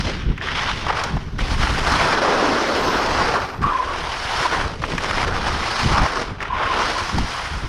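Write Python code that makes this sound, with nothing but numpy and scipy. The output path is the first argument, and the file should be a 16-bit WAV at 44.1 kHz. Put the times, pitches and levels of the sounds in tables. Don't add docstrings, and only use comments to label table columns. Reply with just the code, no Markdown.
import sys
import numpy as np
from scipy import signal
from scipy.fft import rfft, irfft, next_fast_len
from scipy.io import wavfile
from scipy.ndimage import uniform_filter1d

SR = 44100
rng = np.random.default_rng(int(sys.argv[2]) if len(sys.argv) > 2 else 0)


def waveform_to_disk(signal):
    frames = np.transpose(np.atleast_2d(signal))
    scaled = np.clip(frames, -1, 1) * 32767
    samples = np.round(scaled).astype(np.int16)
    wavfile.write(sys.argv[1], SR, samples)


N = 338688

# time_s, base_level_db, scrape_offset_db, plough_offset_db
SKI_LOAD = [(0.0, -30, -1, -22), (0.08, -28.5, -8, 0), (0.18, -29.5, -8.5, -11.5), (0.43, -27, -8, -8),
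            (0.7, -25, -2.5, -17), (0.75, -28.5, -11, -12), (0.9, -32.5, 6, -5), (1.02, -28.5, 3.5, -7.5),
            (1.39, -32, -3, -4.5), (1.62, -27, 0, -13.5), (1.82, -28.5, 1.5, -3.5), (1.92, -22.5, 3.5, -10),
            (2.25, -28, 8, 7.5), (2.75, -27.5, 3, 5.5), (3.14, -28.5, 7, 1), (3.34, -30, 12, 6),
            (3.63, -39, 9.5, 2.5), (3.98, -31.5, 3, -3), (4.21, -29.5, 0.5, -11), (4.43, -24, 1.5, -8.5),
            (4.6, -28, 7.5, 0.5), (4.83, -34, -3, -2), (5.22, -26, 4.5, -6), (5.28, -32.5, 5.5, 1),
            (5.84, -26, 2, -13), (5.97, -29, 10, -2.5), (6.1, -32.5, 9, 1), (6.22, -34.5, 8, 2.5),
            (6.5, -37.5, 2, -4), (6.6, -30.5, 7.5, -3.5), (6.8, -23.5, 1, -5), (7.23, -33, 1, -12.5),
            (7.33, -29, 0.5, -11), (7.68, -38, 3.5, -9)]
# time_s, hiss_offset_db, lumpiness (0 to 1)
SNOW_TEXTURE = [(0, 0.5, 1), (.3, -10, 0.35), (1.0, -3.5, 0.57), (1.5, -3.5, 0.4), (2.0, -1.5, 0.3),
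                (2.3, 0.5, 0.14), (3.0, 0, 0.28), (3.4, 4, 0.28), (3.8, -4.5, 0.4), (4.5, -2, 0.1),
                (5.0, -3, 1), (5.6, -1, 0.32), (6.2, 3, 0.55), (6.5, -10, 0.35), (7.0, -0.5, 0.45),
                (7.68, -2.5, 0.2)]
# frequency_hz, relative_density_db
SPRAY_SPECTRUM = [(900, -4.5), (2000, -1), (2600, -4), (3070, -2), (3700, -7), (5000, -40)]
HISS_SPECTRUM = [(2800, -37), (3900, -1.5), (5290, -1), (6300, -8.5), (7620, -18.5), (9480, -17.5),
                 (11000, -27.5), (12500, -32.5), (14000, -43), (15600, -70)]
SCRAPE_SPECTRUM = [(450, -8), (750, 3), (1030, 5.5), (1450, 3), (2100, -5.5), (3500, -15)]
PLOUGH_SPECTRUM = [(140, -14), (235, -0.5), (330, -2.5), (520, -0.5), (800, -2), (1500, -44)]
# time_s, gain_db
TREBLE_GAIN = [(0, -7), (1.2, -1.5), (1.7, 4), (2.3, -3), (3.2, -3.5), (3.7, 2.5), (6.7, -2), (7.68, 4)]
# bite_s, fade_s, float_s, spray_change_db
UNWEIGHTINGS = [(0.416, .25, 0.057, -13), (.865, 0.11, 0.022, 1), (1.381, 0.25, 0.12, -14),
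                (1.591, 0.032, 0.023, -2), (2.168, 0.0079, 0.0078, -4.5), (2.215, 0.013, 0.0096, -7),
                (3.614, 0.35, 0.026, -10.5), (4.51, .01, 0.035, -4.5), (4.815, 0.21, 0.038, -8.5),
                (6.407, 0.19, 0.018, -10.5)]
# middle_s, length_s, swell_db
SLUSH_HEAPS = [(0.581, 0.069, 3.5), (0.628, 0.031, 4.5), (0.699, 0.033, 2.5), (0.897, 0.032, 6),
               (0.983, 0.052, 4.5), (1.414, 0.027, 4), (1.534, .03, 3.5), (1.79, 0.022, 5),
               (5.036, 0.04, 4), (5.476, 0.033, 4), (6.218, .035, 3.5), (6.427, 0.027, 6)]
# start_s, level_db, pitch_hz, brightness_db
CLUMP_BREAKS = [(0.377, -20, 1700, -4), (0.411, -16, 1550, -20), (0.4698, -12, 1430, -25),
                (0.4844, -10.5, 1700, -25), (0.865, -12.5, 910, -8), (1.036, -23.5, 1090, 15.5),
                (1.166, -15.5, 805, -12), (1.3886, -15, 1810, -3), (1.6316, -9.5, 1310, -3),
                (1.67, -10.5, 1150, -21), (3.628, -15.5, 1480, -7), (4.8193, -18, 1010, -30),
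                (4.8369, -8, 1110, -20), (4.918, -19, 2000, -17), (4.933, -16, 600, -15),
                (4.979, -8.5, 1690, -4.5), (5.276, -14, 1480, -4), (6.403, -16, 1600, -12),
                (6.4256, -12.5, 2150, -7), (6.451, -19, 1500, -13), (6.478, -25, 3200, -7),
                (7.1823, -13.5, 840, 3)]
# start_s, length_s, level_db, first_hz, last_hz, width_hz (wider is rougher)
NOTE_PACKETS = [(2.74, 0.22, -28, 1070, 1030, 320), (3.609, 0.13, -19, 1130, 1110, 190),
                (3.703, 0.073, -19, 1030, 1030, 60), (3.769, 0.073, -20, 1033, 1030, 60),
                (3.855, 0.077, -26, 1080, 1130, 90), (4.449, 0.026, -18, 990, 975, 240),
                (4.506, 0.1, -28, 1010, 1040, 240), (6.49, 0.095, -24, 1007, 1050, 130),
                (6.575, 0.14, -27, 1050, 1090, 110), (6.663, 0.085, -22.5, 1050, 1010, 110),
                (6.746, 0.12, -26, 1010, 1020, 200), (6.931, 0.11, -28.5, 1020, 1000, 130)]
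# time_s, level_db, tilt_db (favours flutter above 100 Hz over the rumble below)
BUFFETING = [(0, -24.5, 1.5), (.45, -30.5, -1.5), (1.3, -30, 1), (1.6, -23.5, -7), (1.97, -23, 2.5),
             (2.16, -31, 4), (2.67, -38.5, 0), (3.2, -27.5, 1), (3.55, -38, 3), (3.9, -41, -15.5),
             (4.5, -33, 1), (5.0, -29, 0.5), (5.35, -25.5, -3.5), (5.52, -25, -2.5), (5.6, -29.5, -1),
             (5.75, -34, -1.5), (6.5, -33.5, -7.5), (7.1, -34, -2), (7.68, -36, 0.5)]
# middle_s, length_s, swell_db, added_tilt_db
LOW_THUMPS = [(0.286, 0.11, 10.5, -3.5), (1.15, 0.091, 10.5, 2), (1.42, 0.11, 4, -1.5),
              (1.61, 0.16, 7, 3.5), (3.207, 0.026, 6, 8), (3.64, 0.18, 16.5, 8), (4.016, 0.14, 8.5, 2),
              (4.384, 0.098, 5, -1), (4.617, 0.17, 6, -6), (4.945, 0.059, 9, 3), (5.896, 0.21, 16.5, 3.5),
              (6.022, 0.11, 18, 4), (6.32, 0.11, 5.5, 10), (7.19, .17, 16, 4), (7.55, 0.091, 11.5, -6),
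              (7.65, 0.062, 13.5, -5)]
# frequency_hz, relative_density_db
EDDY_SPECTRUM = [(8.8, -34), (15, 1.5), (60, 0), (162, -5), (258, -12), (378, -17), (445, -20.5),
                 (650, -43), (1100, -120)]
# time_s, level_db
MIST_LEVEL = [(2.3, -77), (2.9, -53), (3.2, -67), (3.55, -65), (3.8, -88)]


def skis():
    pile_up, clump_rise_s = 0.77, 0.0071
    growl_hz, growl_width_hz, growl_drift = 406, 250, 0.15
    base_db, scrape_db, plough_db = curves(SKI_LOAD)
    hiss_db, lumpiness = curves(SNOW_TEXTURE)
    load_db = unweighting_db() + heap_swell_db()
    clumps = jolts(per_s=70, spread_db=3.1, fade_s=0.010)
    grains = jolts(per_s=260, spread_db=8.1, fade_s=0.0013)
    clumps = clumps + pile_up * clumps[::-1]
    clumps = uniform_filter1d(clumps, size=int(clump_rise_s * SR))
    out = np.zeros(N)
    for spectrum, offset_db, clump_share, grain_share in (
            (SPRAY_SPECTRUM, load_db - 2.0, 0.7, 0.75),
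            (HISS_SPECTRUM, 0.99 * load_db + hiss_db - 4.5, 0.5, 0.55),
            (SCRAPE_SPECTRUM, 0.89 * load_db + scrape_db, 0.6, 0.55),
            (PLOUGH_SPECTRUM, 0.8 * load_db + plough_db, 0.3, 0.4)):
        band_clumps = uniform_filter1d(jolts(per_s=83, spread_db=4.8, fade_s=0.002), size=180)
        crush = 1 + lumpiness * (clump_share * (clumps + 0.36 * band_clumps) + grain_share * grains)
        crush /= np.sqrt(uniform_filter1d(crush ** 2, size=SR // 8))
        noise = rng.standard_normal(N) * crush
        if spectrum is PLOUGH_SPECTRUM:
            pitch_hz = growl_hz * (1 + growl_drift * np.tanh(wander(0.1)))
            noise = noise + 2 * resonate(noise, pitch_hz, growl_width_hz)
        out += coloured(noise, spectrum) * gain_of(base_db + offset_db)
    treble = signal.sosfiltfilt(signal.butter(3, 7500, "high", fs=SR, output="sos"), out)
    out += (gain_of(curves(TREBLE_GAIN)[0]) - 1) * treble
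    chatter_db = 1.22 * lumpiness * wander(0.0089)
    return patchy(out, depth_db=1.24) * gain_of(chatter_db)


def unweighting_db():
    t, bite_rise_s = np.arange(N) / SR, 0.0043
    total_db = np.zeros(N)
    for bite_s, fade_s, float_s, change_db in UNWEIGHTINGS:
        corners_s = [bite_s - float_s - fade_s, bite_s - float_s, bite_s, bite_s + bite_rise_s]
        total_db += change_db * np.interp(t, corners_s, [0, 1, 1, 0])
    return total_db


def heap_swell_db():
    t = np.arange(N) / SR
    return sum(swell_db * np.clip(2 - 4 * abs(t - middle_s) / length_s, 0, 1)
               for middle_s, length_s, swell_db in SLUSH_HEAPS)


def crunches():
    rings, snaps, t = np.zeros(N), np.zeros(N), np.arange(3000) / SR
    rise_s, relative_width = 0.0025, 0.78
    envelope = np.minimum(t / rise_s, 1) * (np.exp(-t / 0.0034) + 0.36 * np.exp(-t / 0.0079))
    for start_s, level_db, pitch_hz, brightness_db in CLUMP_BREAKS:
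        snap = rng.standard_normal(len(t)) * envelope
        width_hz = relative_width * pitch_hz
        ring = resonate(resonate(snap, pitch_hz, width_hz), pitch_hz, width_hz)
        at = round(start_s * SR)
        rings[at:at + len(t)] += gain_of(level_db) * ring / abs(ring).max()
        snaps[at:at + len(t)] += gain_of(level_db + brightness_db) * snap / abs(snap).max()
    dull = signal.sosfilt(signal.butter(4, 4500, fs=SR, output="sos"), rings)
    bright = resonate(resonate(snaps, 3100, 2100), 5200, 2550) + 0.063 * resonate(snaps, 12500, 3000)
    return dull + signal.sosfilt(signal.butter(6, 11500, fs=SR, output="sos"), 2 * bright)


def hollow_note():
    out, throb = np.zeros(N), gain_of(1.5 * wander(0.008))
    for start_s, length_s, level_db, first_hz, last_hz, width_hz in NOTE_PACKETS:
        at, n = round(start_s * SR), round(length_s * SR)
        drive = rng.standard_normal(SR // 2)[:n]
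        pitch_hz = np.linspace(first_hz, last_hz, n)
        tone = resonate(resonate(drive, pitch_hz, width_hz), pitch_hz, width_hz) * throb[at:at + n]
        out[at:at + n] += unit_rms(tone) * gain_of(level_db) * signal.windows.tukey(n, alpha=0.6)
    return out


def wind_and_thumps():
    t, ramp_share = np.arange(N) / SR, 0.65
    turbulence = rng.standard_normal(N) * gain_of(1.64 * wander(0.025) + 1.7 * wander(0.013))
    eddies = coloured(turbulence, EDDY_SPECTRUM)
    rumble = signal.sosfiltfilt(signal.butter(2, 100, fs=SR, output="sos"), eddies)
    flutter = eddies - rumble
    level_db, tilt_db = curves(BUFFETING)
    for middle_s, length_s, swell_db, added_tilt_db in LOW_THUMPS:
        thump = np.clip((1 - 2 * abs(t - middle_s) / length_s) / ramp_share, 0, 1)
        level_db += swell_db * thump
        tilt_db += added_tilt_db * thump
    tilt = gain_of(tilt_db / 2)
    return (rumble / tilt + flutter * tilt) * gain_of(level_db)


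def mist():
    fizz = rng.standard_normal(N) * (1 + 0.6 * jolts(per_s=400, spread_db=4.0, fade_s=0.001))
    return coloured(fizz, [(9500, -36), (12000, -5), (15500, -20)]) * gain_of(curves(MIST_LEVEL)[0])


def jolts(per_s, spread_db, fade_s):
    sizes = gain_of(spread_db * np.minimum(rng.exponential(1, N), 2.5))
    impulses = sizes * (rng.random(N) < per_s / SR)
    return unit_rms(signal.lfilter([1], [1, -np.exp(-1 / (fade_s * SR))], impulses))


def wander(span_s):
    size = int(span_s * SR)
    return unit_rms(uniform_filter1d(uniform_filter1d(rng.standard_normal(N), size), size))


def patchy(x, depth_db):
    spectra = signal.stft(x, nperseg=512, noverlap=384)[2]
    patches = uniform_filter1d(rng.standard_normal(spectra.shape), size=6, axis=0)
    patches = unit_rms(uniform_filter1d(patches, size=14, axis=1))
    return signal.istft(spectra * gain_of(depth_db * patches), nperseg=512, noverlap=384)[1][:N]


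def resonate(x, pitch_hz, width_hz):
    carrier = np.exp(2j * np.pi * np.cumsum(pitch_hz * np.ones(len(x))) / SR)
    pole = np.exp(-np.pi * width_hz / SR)
    return 2 * (carrier * signal.lfilter([1 - pole], [1, -pole], x / carrier)).real


def coloured(x, spectrum):
    frequency_hz, density_db = np.transpose(spectrum)
    size = next_fast_len(N)
    octaves, table_octaves = np.log2(np.fft.rfftfreq(size, 1 / SR) + 1), np.log2(frequency_hz)
    outside = abs(octaves - np.clip(octaves, table_octaves[0], table_octaves[-1]))
    response = gain_of(np.interp(octaves, table_octaves, density_db) - 40 * outside)
    return unit_rms(irfft(rfft(x, size) * response, size)[:N])


def curves(rows):
    time_s, *columns = np.transpose(rows)
    return [np.interp(np.arange(N) / SR, time_s, column) for column in columns]


def gain_of(db):
    return 10 ** (np.asarray(db) / 20)


def unit_rms(x):
    return x / np.sqrt(np.mean(x ** 2) + 1e-20)


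def scene():
    return np.tile(skis() + mist() + hollow_note() + crunches() + wind_and_thumps(), (2, 1))


def record(dry):
    cutoff_hz = 15650
    low_pass = signal.firwin(511, cutoff_hz, window=("kaiser", 9), fs=SR)
    return signal.oaconvolve(dry, low_pass[None], "same")


dry = scene()
out = record(dry)
waveform_to_disk(out)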